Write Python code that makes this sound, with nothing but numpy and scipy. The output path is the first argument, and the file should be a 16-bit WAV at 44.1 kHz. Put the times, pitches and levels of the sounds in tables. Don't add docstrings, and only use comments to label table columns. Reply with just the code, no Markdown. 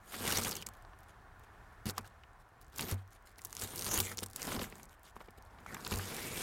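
import sys
import numpy as np
from scipy import signal
from scipy.fft import rfft, irfft, next_fast_len
from scipy.io import wavfile
from scipy.ndimage import uniform_filter1d, map_coordinates

SR = 44100
rng = np.random.default_rng(int(sys.argv[2]) if len(sys.argv) > 2 else 0)


def gain_from_decibels(decibels):
    exponent = np.asarray(decibels, float) / 20
    return 10 ** exponent


def to_wav(s):
    ch = np.atleast_2d(s).T
    pcm = np.round(np.clip(ch, -1, 1) * 32767)
    wavfile.write(sys.argv[1], SR, pcm.astype(np.int16))


N = 283122

# freq_hz, level_db
AIR_SPECTRUM = [(15, -35), (30, 2), (60, -2), (95, -1.5), (130, -8.5), (280, -18.5), (560, -16), (740, -12),
                (1100, -12.5), (1780, -15.5), (2000, -21.5), (2700, -29.5), (5000, -36.5), (11000, -41),
                (16000, -45)]
# time_s, level_db
AIR_LEVEL = [(0, -61), (.7, -58), (1.3, -59), (1.65, -57), (2.5, -61.5), (3.2, -61.5), (4.9, -61.5),
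             (5.6, -59.5)]
# start_s, peak_db
THUDS = [
    (1.8556, -33),
    (1.8652, -25),
    (1.879, -31),
    (1.888, -34),
    (2.925, -30.5),
    (3.978, -33),
    (0.276, -31),
    (0.334, -51),
    (5.921, -32),
]
# start_s, peak_db
KNOCKS = [
    (4.475, -36),
    (4.549, -33),
    (4.561, -40),
    (4.618, -39),
]
# freq_hz, width_hz, level_db
WALL_MODES = [(95.9, 6.8, 1.5), (43, 18, -11.5), (177, 42, -13), (228.4, 13.8, -7), (348, 100, -9.5),
              (479, 95, -7.5), (785, 64, -7)]
# start_s, peak_db, slap_over_peak_db
TUGS = [(0.16, -56, 20), (0.205, -56, 23), (0.249, -45, 18), (0.327, -51, 22), (0.395, -56, 25),
        (0.679, -51, -4), (1.857, -40, -7), (1.878, -48, -6), (2.839, -44, 12.5), (2.9201, -31, 0),
        (2.93, -39.5, 5.5), (3.628, -40.5, -21), (3.864, -41.5, -17), (3.976, -33, -23), (4.222, -45, 12.5),
        (4.473, -53, 14), (4.573, -39, 10.5), (4.619, -45, 11), (4.724, -53.5, 14), (4.797, -74, 10),
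        (5.163, -65, 26.5), (5.204, -71, 25), (5.283, -57.5, 17), (5.38, -62, 16), (5.919, -35.5, 9),
        (5.944, -33.5, -17), (5.974, -41, -5), (6.376, -45.5, 7)]
# start_s, peak_db, length_ms
FUMBLES = [(0.734, -46, 24), (0.766, -54, 33), (0.9882, -58, 22), (1.0365, -47, 7.9), (1.0827, -44, 31),
           (1.43, -47, 21), (1.7215, -53, 18), (1.7694, -63, 44), (2.008, -46, 13), (2.0437, -41.5, 40),
           (2.3875, -51.5, 43), (2.614, -49, 21), (2.72, -43, 22), (2.9644, -49.5, 37), (2.9944, -51, 38),
           (3.0759, -61, 18), (3.103, -47, 59), (3.1475, -48, 27), (3.254, -42.5, 38), (3.2895, -47, 22),
           (3.3094, -49, 20), (3.377, -37.5, 20), (4.901, -44, 53), (5.037, -42.5, 59), (5.078, -45, 36),
           (5.152, -41.5, 29), (5.1924, -43, 41), (5.2394, -48, 30), (5.3744, -40.5, 16), (5.448, -51, 35)]
# time_s, effort_db
OPENING = [(0, -77), (.14, -45.5), (.2, -43.5), (.29, -36.5), (.39, -36), (.41, -41.5), (.46, -39),
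           (.61, -57.5), (.64, -76)]
JERK = [(1.85, -81), (1.858, -44), (1.905, -42), (1.925, -82), (1.975, -54.5), (1.992, -49), (2.0, -89),
        (2.03, -78)]
RIP = [(2.74, -63), (2.765, -54.5), (2.81, -42.5), (2.85, -50), (2.925, -42.5), (2.945, -62), (2.96, -66)]
PLUCK = [(3.37, -76), (3.47, -67.5), (3.56, -62), (3.605, -51.5), (3.625, -39.5), (3.66, -49.5), (3.7, -54)]
LONG = [(3.7, -53.5), (3.78, -49.5), (3.84, -46), (3.9, -41.5), (3.95, -38.5), (3.995, -41), (4.02, -43.5),
        (4.11, -48.5), (4.15, -60)]
CATCH = [(4.148, -67), (4.2, -68), (4.235, -43.5), (4.25, -67), (4.31, -78), (4.35, -61)]
CRUMPLE = [(4.35, -62), (4.43, -44.5), (4.55, -41.5), (4.585, -54.5), (4.63, -43), (4.665, -55.5),
           (4.69, -64), (4.85, -65.5), (4.875, -103)]
REGRIP = [(5.5, -74.5), (5.65, -69), (5.69, -55), (5.78, -58.5), (5.845, -52), (5.9, -48.5), (5.925, -38),
          (5.97, -50.5)]
EVEN = [(5.97, -47.5), (6.2, -44.5), (6.35, -44.5), (6.42, -39)]
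# effort table, edge_over_tear_db, sheet_over_tear_db
HAND = [
    (OPENING, -1.1, 2.5),
    (JERK, -6.5, 7.3),
    (RIP, -2.7, 5.1),
    (PLUCK, 2.6, -0.65),
    (LONG, 2.1, 3.4),
    (CATCH, -0.97, 3.4),
    (CRUMPLE, -0.66, 6.2),
    (REGRIP, -3, 7.4),
    (EVEN, -0.88, 4.9),
]
# freq_hz, level_db
TEAR_SPECTRUM = [(880, 2), (1500, 4.5), (1840, 1.5), (3080, 2.5), (3380, 3), (5080, -3.5), (6040, -11),
                 (8500, -13), (11000, -31), (18700, -120)]
# freq_hz, level_db
SIZZLE_SPECTRUM = [(4120, -26.5), (7000, -8.5), (7520, -12), (13500, -9.5), (15700, -22.5), (16300, -19),
                   (16500, -27)]
# freq_hz, level_db
SHEET_SPECTRUM = [(71, -27), (120, 0), (227, 1), (290, -4.5), (465, -6), (574, -11), (798, -8.5),
                  (2000, -14.5), (2600, -18), (4400, -120)]
# start_s, end_s, from_hz, to_hz, level_db
STRIP = [(0.365, 0.383, 6300, 6000, -32), (0.527, 0.633, 3160, 3100, -57), (0.515, 0.615, 4600, 4400, -62),
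         (2.752, 2.946, 12900, 12700, -56), (3.71, 3.917, 9000, 9650, -54), (3.894, 3.983, 6430, 7000, -40),
         (3.976, 4.003, 2980, 2950, -45), (3.988, 4.078, 8650, 7240, -51), (4.027, 4.142, 2210, 2120, -53),
         (5.38, 5.63, 920, 895, -63.5), (5.666, 5.736, 2190, 1900, -62), (5.674, 5.825, 1750, 1460, -58.5),
         (6.114, 6.6, 2080, 2580, -55), (6.338, 6.47, 8500, 8600, -58)]
# start_s, peak_db, centre_hz, length_ms
CREASES = [(0.2753, -27, 6000, 6), (0.3118, -26.5, 3500, 3), (0.3227, -21, 8000, 5.7),
           (0.372, -21, 6500, 3.2), (0.4193, -31.5, 7970, 4.4), (0.4466, -30, 6010, 6.4),
           (0.474, -31, 7000, 4.9), (0.528, -29, 4700, 1.8), (1.862, -45, 4600, 2.7),
           (1.8858, -46, 4470, 3.2), (1.907, -35.5, 9100, 3.5), (1.9809, -22, 7500, 1.6),
           (2.783, -33, 5900, 1), (2.8276, -41, 6960, 4.1), (2.9224, -30.5, 6600, 1.7),
           (3.5277, -29.5, 6800, 1.8), (3.6196, -45, 8800, 2.6), (3.865, -22, 4970, 1.2),
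           (3.9126, -31, 7500, 1.6), (3.939, -21, 7400, 7.3), (3.988, -20.5, 9300, 3.7),
           (4.1805, -29.5, 4750, 6.3), (4.231, -27.5, 7140, 3.5), (4.261, -33.5, 7100, 3.8),
           (4.5288, -32, 5260, 3), (4.5642, -34, 4520, 2.3), (5.7443, -32.5, 6700, 2),
           (5.8637, -35, 4560, 1.64), (5.9108, -25.5, 4930, 1.2), (5.972, -32.5, 6900, 5.6)]
# start_s, peak_db, crisp_over_peak_db
FLAPS = [(0.624, -58, 14), (0.687, -39, -13), (0.849, -41.5, -23), (0.933, -46, -9), (1.9791, -26, -9.5),
         (2.235, -56.5, 9.5), (2.793, -31.5, 3.5), (3.392, -61, 16), (4.518, -40, 7.5), (4.565, -40, -6),
         (4.615, -36, 4), (4.637, -54, -1), (4.724, -53, 12), (4.797, -47, 0), (5.165, -35.5, -16),
         (5.205, -39.5, -9), (5.285, -48.5, -3), (5.385, -63, -15), (5.586, -46, -3.5), (5.662, -31.5, -16),
         (5.746, -38, -10), (5.767, -36, -4.5), (5.925, -46.5, 14), (5.995, -44, -3), (6.254, -49, -6)]
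# start_s, peak_db, centre_hz
TICKS = [(0.5541, -23.5, 6600), (0.5654, -30, 9900), (0.624, -31, 6030), (0.6645, -30, 6510),
         (0.6675, -21.5, 6740), (1.897, -26.5, 4100), (2.0764, -40, 8250), (2.8093, -18, 9400),
         (2.9122, -19.5, 9350), (3.132, -42, 8800), (3.3587, -51, 4500), (3.3837, -36, 10100),
         (3.391, -40.5, 4300), (3.418, -33, 6600), (3.4495, -16.5, 9800), (3.5514, -28, 7030),
         (3.5676, -22.5, 6200), (3.6384, -24, 7300), (3.7763, -25, 8900), (3.8225, -21, 5530),
         (4.0025, -11, 8500), (4.174, -35, 4460), (4.1888, -21.5, 4670), (4.361, -17, 9000),
         (4.4191, -23, 4740), (4.7227, -58, 5960), (4.7553, -37.5, 6220), (4.8315, -35, 7000),
         (5.424, -43.5, 7340), (5.8488, -28.5, 4500),
         (0.139, -68, 3400), (0.519, -25, 3780), (0.85, -49, 4000), (1.8567, -28, 8890),
          (1.9674, -45, 7900), (1.986, -37, 3400), (2.0105, -48, 6470), (2.0457, -52, 6500),
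          (2.6235, -47, 8560), (2.761, -32, 7070), (2.779, -32, 6350), (2.886, -35, 3800),
          (3.077, -49, 9700), (3.4534, -28, 6200), (3.4973, -44, 7310), (3.577, -33, 7040),
          (3.845, -20.5, 5830), (4.206, -32, 7000), (4.3034, -39, 9100), (4.333, -35, 6670),
          (4.396, -35, 6680), (4.429, -22.5, 6200), (4.5932, -29, 3670), (4.782, -39, 7030),
          (4.855, -42, 6990), (5.051, -47, 6970), (5.3068, -44.5, 8290), (5.724, -44, 4240),
          (5.8147, -43, 7550), (6.3716, -28, 8430),
         (0.0382, -62, 10740), (0.0604, -46, 10000), (0.6291, -42, 7500), (0.6884, -29, 8060),
        (0.7363, -46, 7400), (0.7659, -52, 9700), (0.771, -48, 9600), (0.8236, -48, 7200),
        (0.9816, -64, 9600), (0.9891, -46, 8900), (0.9935, -56, 8900), (1.006, -47, 10500),
        (1.0326, -49, 9900), (1.0848, -52, 8400), (1.3961, -47.5, 9500), (1.7233, -59, 6800),
        (1.9378, -48, 10000), (2.0305, -52, 7900), (2.0998, -58, 6700), (2.3328, -58, 7500),
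        (2.4897, -56.5, 8000), (2.5816, -66, 7500), (2.6093, -57, 8800), (2.6139, -44, 9300),
        (2.6174, -50, 9700), (2.622, -54, 7700), (2.6283, -48, 8540), (2.6457, -51, 5600),
        (2.6667, -53, 7100), (2.6818, -53, 8100), (2.6996, -55, 10600), (2.9424, -39, 10900),
        (3.1067, -49, 8800), (3.129, -51, 7800), (3.224, -55, 9400), (3.265, -56, 8400),
        (3.2934, -46, 9900), (3.3866, -43, 13200), (3.393, -50, 9400), (3.4118, -43, 11300),
        (3.4385, -43, 8400), (3.4707, -39, 8200), (3.5064, -39, 7900), (4.285, -43, 8400),
        (4.3003, -39, 10900), (4.3112, -39, 8900), (4.3512, -52, 7500), (4.7, -36, 8500),
        (4.7663, -45, 8400), (4.797, -45, 7600), (4.8412, -42, 8600), (4.8896, -51, 6600),
        (4.8945, -44, 7200), (4.995, -53, 7460), (5.032, -43, 8600), (5.036, -57, 8600), (5.275, -50, 9000),
        (5.4512, -48, 7600), (5.6024, -52, 9900), (5.6648, -41, 6700)]
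# start_s, peak_db, centre_hz
SLIPS = [(0.304, -28.5, 6400), (0.336, -32, 5000), (0.3847, -22, 6200), (0.434, -24, 6100),
         (0.438, -27, 7000), (0.449, -21, 6550), (0.482, -23, 7800), (0.4926, -21.5, 8050),
         (0.5117, -22, 8700), (0.5506, -44, 4600), (0.5673, -29, 6500), (0.609, -42, 4800),
         (0.6166, -38, 7000), (1.8621, -53, 5000), (1.8846, -38, 7100), (1.8896, -29, 9300),
         (1.9006, -33, 6300), (2.764, -40, 7100), (2.7832, -25.5, 10100), (2.8267, -30.5, 7800),
         (2.836, -38, 6700), (2.9147, -28.5, 9000), (2.941, -41, 9300), (3.594, -32, 7500),
         (3.5978, -29.5, 8500), (3.614, -26, 7900), (3.6748, -32, 7300), (3.7054, -32.5, 7700),
         (3.726, -42, 7000), (3.759, -27, 9100), (3.7658, -39, 9300), (3.769, -38, 7900), (3.78, -28, 8400),
         (3.789, -31, 8400), (3.793, -24.5, 9000), (3.8106, -31, 7100), (3.8567, -25.5, 8000),
         (3.871, -30, 7300), (3.9757, -16, 8600), (4.0512, -30, 7400), (4.1727, -26, 8200),
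         (4.1994, -37, 6700), (4.238, -30, 7500), (4.37, -37, 6960), (4.3965, -44, 6500),
         (4.4703, -27, 7400), (4.611, -37, 5140), (4.629, -36, 9000), (4.6412, -40.5, 5370),
         (5.8663, -29.5, 3540), (5.8762, -29, 8400), (5.9584, -25.5, 7500), (5.987, -29, 7200),
         (5.996, -32.5, 1820), (6.073, -35, 4400), (6.145, -31, 6400), (6.1657, -30, 6400),
         (6.2671, -37, 7200), (6.2853, -43, 6400), (6.3747, -29.5, 3860)]
# start_s, peak_db, centre_hz
POPS = [(0.138, -39, 1390), (1.897, -39, 1420), (1.985, -39, 1150), (2.045, -47.5, 1640),
        (3.981, -30, 1380), (4.475, -34, 840), (4.519, -36, 820), (4.516, -37, 2100), (4.562, -35.5, 1030),
        (4.59, -37, 1020), (4.641, -34, 1760), (4.755, -50, 816), (5.21, -41, 900), (5.746, -36, 1720),
        (5.794, -41, 920), (5.865, -35.5, 1530), (5.918, -31, 1100), (5.992, -40, 1310), (6.122, -39, 2090),
        (0.276, -28, 2050), (0.322, -23.5, 2940), (0.3712, -25, 2800), (0.6233, -32.5, 3100),
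        (0.668, -42, 2400), (0.5678, -36, 3100), (5.926, -41, 1800), (4.115, -35.5, 1270),
        (4.595, -34, 453), (4.52, -35.5, 450)]

TOP_HZ = 16000
STEADY_S = 5.99
GROUND_MS, GROUND_SHARE = 2.8, 0.17
THUD_HZ, THUD_T60_S = 188, 0.024
KNOCK_HZ, KNOCK_T60_S = 253, 0.048
TEAR_DB, SHEET_FOLLOWS, SHEET_PIVOT_DB, SHEET_RELEASE_S = -4.5, 0.69, -48, 0.013
HARD_GRAIN, GENTLE_GRAIN, EVEN_GRAIN = 0.89, 0.63, 0.85
GENTLE_FROM_DB, GENTLE_SPAN_DB = -57, -2
CREASE_BODY_DB, TICK_BODY_DB, SNAP_COLOUR_DB = -11.5, -23.5, 2.6
TICK_MS, SLIP_MS, POP_MS, FLAP_MS, FLAP_HZ = 0.94, 1.7, 3.9, 3.26, 2320
CRACKLE_DB, CRACKLE_SPREAD_DB, EVEN_CRACKLE_DB = 19.5, -5.5, -2
CRACKLE_HZ, CRACKLE_OCTAVES = 7700, 0.44
BROAD_SHARE, BROAD_HZ, NARROW_UNDER_S = 0.15, 700, 0.12


def unit(x):
    return x / np.sqrt(np.mean(x ** 2) + 1e-20)


def coloured(x, spectrum):
    m = next_fast_len(N + SR // 4)
    hz, db = np.transpose(spectrum)
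    log_hz = np.log(np.fft.rfftfreq(m, 1 / SR) + 1)
    gain = gain_from_decibels(np.interp(log_hz, np.log(hz + 1), db))
    return unit(irfft(rfft(x, m) * gain, m)[:N])


def wobble(rate):
    knots = rng.standard_normal(int(N * rate / SR) + 4)
    return map_coordinates(knots, [np.arange(N) * rate / SR])


def patchy(depth_db):
    z = signal.stft(rng.standard_normal(N + 256), nperseg=256)[2]
    field = uniform_filter1d(rng.standard_normal(z.shape), 6, 0)
    field = uniform_filter1d(field, 10, 1)
    return signal.istft(z * gain_from_decibels(depth_db * unit(field)), nperseg=256)[1][:N]


def air():
    s, db = np.transpose(AIR_LEVEL)
    swell_db = np.interp(np.arange(N) / SR, s, db) + 1.0 + 0.12 * wobble(25.0)
    far = patchy(depth_db=0.9)
    ground = GROUND_SHARE * np.roll(far, round(GROUND_MS * SR / 1000))
    return gain_from_decibels(swell_db) * coloured(far + ground, AIR_SPECTRUM)


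def trim():
    out, t = np.zeros(N + SR), np.arange(SR // 10) / SR
    for rows, hz, t60_s in [(THUDS, THUD_HZ, THUD_T60_S), (KNOCKS, KNOCK_HZ, KNOCK_T60_S)]:
        ring = np.sin(2 * np.pi * hz * t) * (1 - np.exp(-t / 0.0032))
        for s, db in rows:
            out[round(s * SR):][:len(t)] -= gain_from_decibels(db + 6.5 - 60 * t / t60_s) * ring
    return out[:N]


def wall(paper):
    m = next_fast_len(N + SR)
    f, t = np.fft.rfftfreq(m, 1 / SR), np.arange(SR // 20) / SR
    modes = []
    for k, (centre_hz, width_hz, db) in enumerate(WALL_MODES):
        drag = 1j * f * width_hz
        modes.append((-1) ** k * gain_from_decibels(db) * drag / (centre_hz ** 2 - f * f + drag))
    boom, slap = np.zeros((2, N + SR))
    push = t / 0.00088 * np.exp(1 - t / 0.00079)
    for s, db, slap_db in TUGS:
        start = round(s * SR)
        boom[start:][:len(t)] += gain_from_decibels(db + 22.0) * push
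        u = t / (0.0009 if db > -45 else 0.0003)
        slap[start:][:len(t)] += gain_from_decibels(db + slap_db + 14.5) * u * np.exp(1 - u)
    rumble = unit(uniform_filter1d(rng.standard_normal(N), 40))
    hum = gain_from_decibels(4.5) * uniform_filter1d(np.abs(paper), 900) * rumble
    low = rfft(boom[:N] + gain_from_decibels(0.5) * hum, m) * sum(modes[:2])
    high = rfft(slap[:N] + hum, m) * sum(modes[2:])
    return irfft(low + high, m)[:N]


def fumbling():
    t, gain = np.arange(N) / SR, np.zeros(N)
    for s, db, ms in FUMBLES:
        u = (t - s) * 1000 / max(ms, 2)
        gain += gain_from_decibels(db - 18.5) * np.sin(np.pi * np.clip(u, 0, 1)) ** 0.5
    return gain


def levels():
    t, out = np.arange(N) / SR, np.zeros((3, N))
    for rows, edge_db, sheet_db in HAND:
        s, db = np.transpose(rows)
        effort_db = np.interp(t, s, db, -140, -140) + TEAR_DB
        swing_db = SHEET_PIVOT_DB + SHEET_FOLLOWS * (effort_db - SHEET_PIVOT_DB) + sheet_db
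        out = np.maximum(out, gain_from_decibels([effort_db, effort_db + edge_db, swing_db]))
    keep = np.exp(-1 / (SHEET_RELEASE_S * SR))
    sheet = np.sqrt(signal.lfilter([1 - keep], [1, -keep], out[2] ** 2))
    return out[0], out[1], sheet


def breaks(count):
    where = rng.random(count)
    size = rng.exponential(size=count)
    pitch = rng.standard_normal(count)
    at = (where * (N - 2000) + 1000).astype(int)
    chance_db = 20 * np.log10(levels()[0][at]) + CRACKLE_DB + CRACKLE_SPREAD_DB * np.minimum(size, 2)
    chance_db = chance_db + EVEN_CRACKLE_DB * (at > STEADY_S * SR)
    chance_hz = np.minimum(CRACKLE_HZ * 2 ** (CRACKLE_OCTAVES * pitch), SR / 4)
    chance = zip(at / SR, chance_db, chance_hz)
    rows = [(*row, CREASE_BODY_DB) for row in CREASES]
    rows += [(s, db + crisp_db, FLAP_HZ, FLAP_MS, -crisp_db) for s, db, crisp_db in FLAPS]
    rows += [(*row, TICK_MS, TICK_BODY_DB) for row in [*TICKS, *chance]]
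    rows += [(*row, SLIP_MS, TICK_BODY_DB) for row in SLIPS]
    rows += [(*row, POP_MS, TICK_BODY_DB) for row in POPS]
    return rows


def snaps():
    out, size, lead = np.zeros(N + SR), 1024, 200
    t, hz = (np.arange(size) - lead) / SR, np.fft.rfftfreq(size, 1 / SR)
    after = np.maximum(t, 0)
    creep = 0.088 * np.exp(np.minimum(t / 0.0011, -t / 0.0054))
    flap_band = (hz * 520 / (1020 ** 2 - hz ** 2 + 1j * hz * 520)) ** 2
    for s, db, centre_hz, ms, body_db in breaks(count=350):
        life_s = max(ms - 0.9, 0.2) / 1000
        shape = (1 - np.exp(-after / (0.12 * life_s))) * np.exp(-after / life_s) + creep
        a, b, c = rng.standard_normal((3, size))
        peaks = unit(uniform_filter1d(uniform_filter1d(c, size=24), size=24))[:len(hz)]
        colour = gain_from_decibels(SNAP_COLOUR_DB * min(centre_hz / 4000, 1) * peaks)
        a[lead + 2] += 2
        b[lead + 6] += 9
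        width_hz = centre_hz ** 2 / 5200 + 500
        band = (hz * width_hz / (centre_hz ** 2 - hz ** 2 + 1j * hz * width_hz)) ** 2
        crisp = irfft(rfft(a * shape) * colour * band)
        slow = (1 - np.exp(-after / 0.000067)) * np.exp(-after / (life_s + 0.00019))
        flap = irfft(rfft(b * slow) * flap_band)
        burst = gain_from_decibels(db - 0.5) * crisp / np.abs(crisp).max()
        burst = burst + gain_from_decibels(db + body_db - 3.0) * flap / np.abs(flap).max()
        out[round((s + 0.0002) * SR) - lead:][:size] += burst
    return out[:N]


def strip(hiss):
    out, t = np.zeros(N), np.arange(N) / SR
    for start_s, end_s, from_hz, to_hz, db in STRIP:
        u = np.clip((t - start_s) / (end_s - start_s), 0, 1)
        glide_hz = from_hz + (to_hz - from_hz) * u
        turn = np.exp(2j * np.pi * np.cumsum(glide_hz) / SR)
        width_hz = (BROAD_SHARE * from_hz + BROAD_HZ) * min(from_hz / 2000, 1) ** 2
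        if end_s - start_s < NARROW_UNDER_S and from_hz < 6400:
            width_hz *= 0.55
        band = signal.lfilter(*signal.butter(2, width_hz / SR), hiss / turn)
        out += gain_from_decibels(db) * np.sin(np.pi * u) ** 0.5 * unit((band * turn).real)
    return out


def slips(per_s, spread_db, life_ms):
    begins = rng.random(N) < per_s / SR
    size_db = spread_db * np.minimum(rng.exponential(size=N), 3.2)
    keep = np.exp(-1000 / (life_ms * SR))
    return unit(np.sqrt(signal.lfilter([1], [1, -keep], begins * gain_from_decibels(size_db) ** 2) + 1e-9))


def peeling():
    tear, sizzle, body = levels()
    faint = fumbling()
    gentle = np.clip((20 * np.log10(tear) - GENTLE_FROM_DB) / GENTLE_SPAN_DB, 0, 1)
    grain = HARD_GRAIN + (GENTLE_GRAIN - HARD_GRAIN) * gentle
    grain = np.where(faint * gain_from_decibels(-4) > tear, 1, grain)
    rough = [slips(per_s=3100, spread_db=6.0, life_ms=0.67) ** grain for _ in range(2)]
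    dense = [slips(per_s=5500, spread_db=1.5, life_ms=0.12) ** EVEN_GRAIN for _ in range(2)]
    even = np.arange(N) > STEADY_S * SR
    grip, edge = np.where(even, dense, rough)
    white = patchy(depth_db=2.5)
    hiss = white * grip
    fine = white * np.sqrt(grip * edge)
    sheet = rng.standard_normal(N)
    rustle = slips(per_s=810, spread_db=12.0, life_ms=8.2) * gain_from_decibels(0.43 * wobble(30))
    sheet = sheet * rustle ** np.where(even, 0.6, grain)
    high = (tear + faint * gain_from_decibels(-5.0)) * coloured(hiss, TEAR_SPECTRUM)
    top = (sizzle + faint * gain_from_decibels(-7.0)) * coloured(fine, SIZZLE_SPECTRUM)
    return high + top + body * gain_from_decibels(-5.5) * coloured(sheet, SHEET_SPECTRUM) + strip(fine)


def scene():
    paper = peeling() + snaps()
    t = np.arange(SR // 8) / SR
    tail = rng.standard_normal(len(t)) * gain_from_decibels(-60 * t / 0.07)
    eaves = gain_from_decibels(-21.0) * signal.fftconvolve(paper, tail / np.linalg.norm(tail))[:N]
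    return (paper + eaves + wall(paper) + trim() + air())[None]


def low_pass(x):
    return signal.sosfilt(signal.butter(12, 16990, fs=SR, output="sos"), x)


def record(dry):
    m = next_fast_len(N)
    passed = np.fft.rfftfreq(m, 1 / SR) < TOP_HZ
    mix = irfft(rfft(dry, m) * passed, m)[:, :N]
    return low_pass(mix)


dry = scene()
out = record(dry)
to_wav(out)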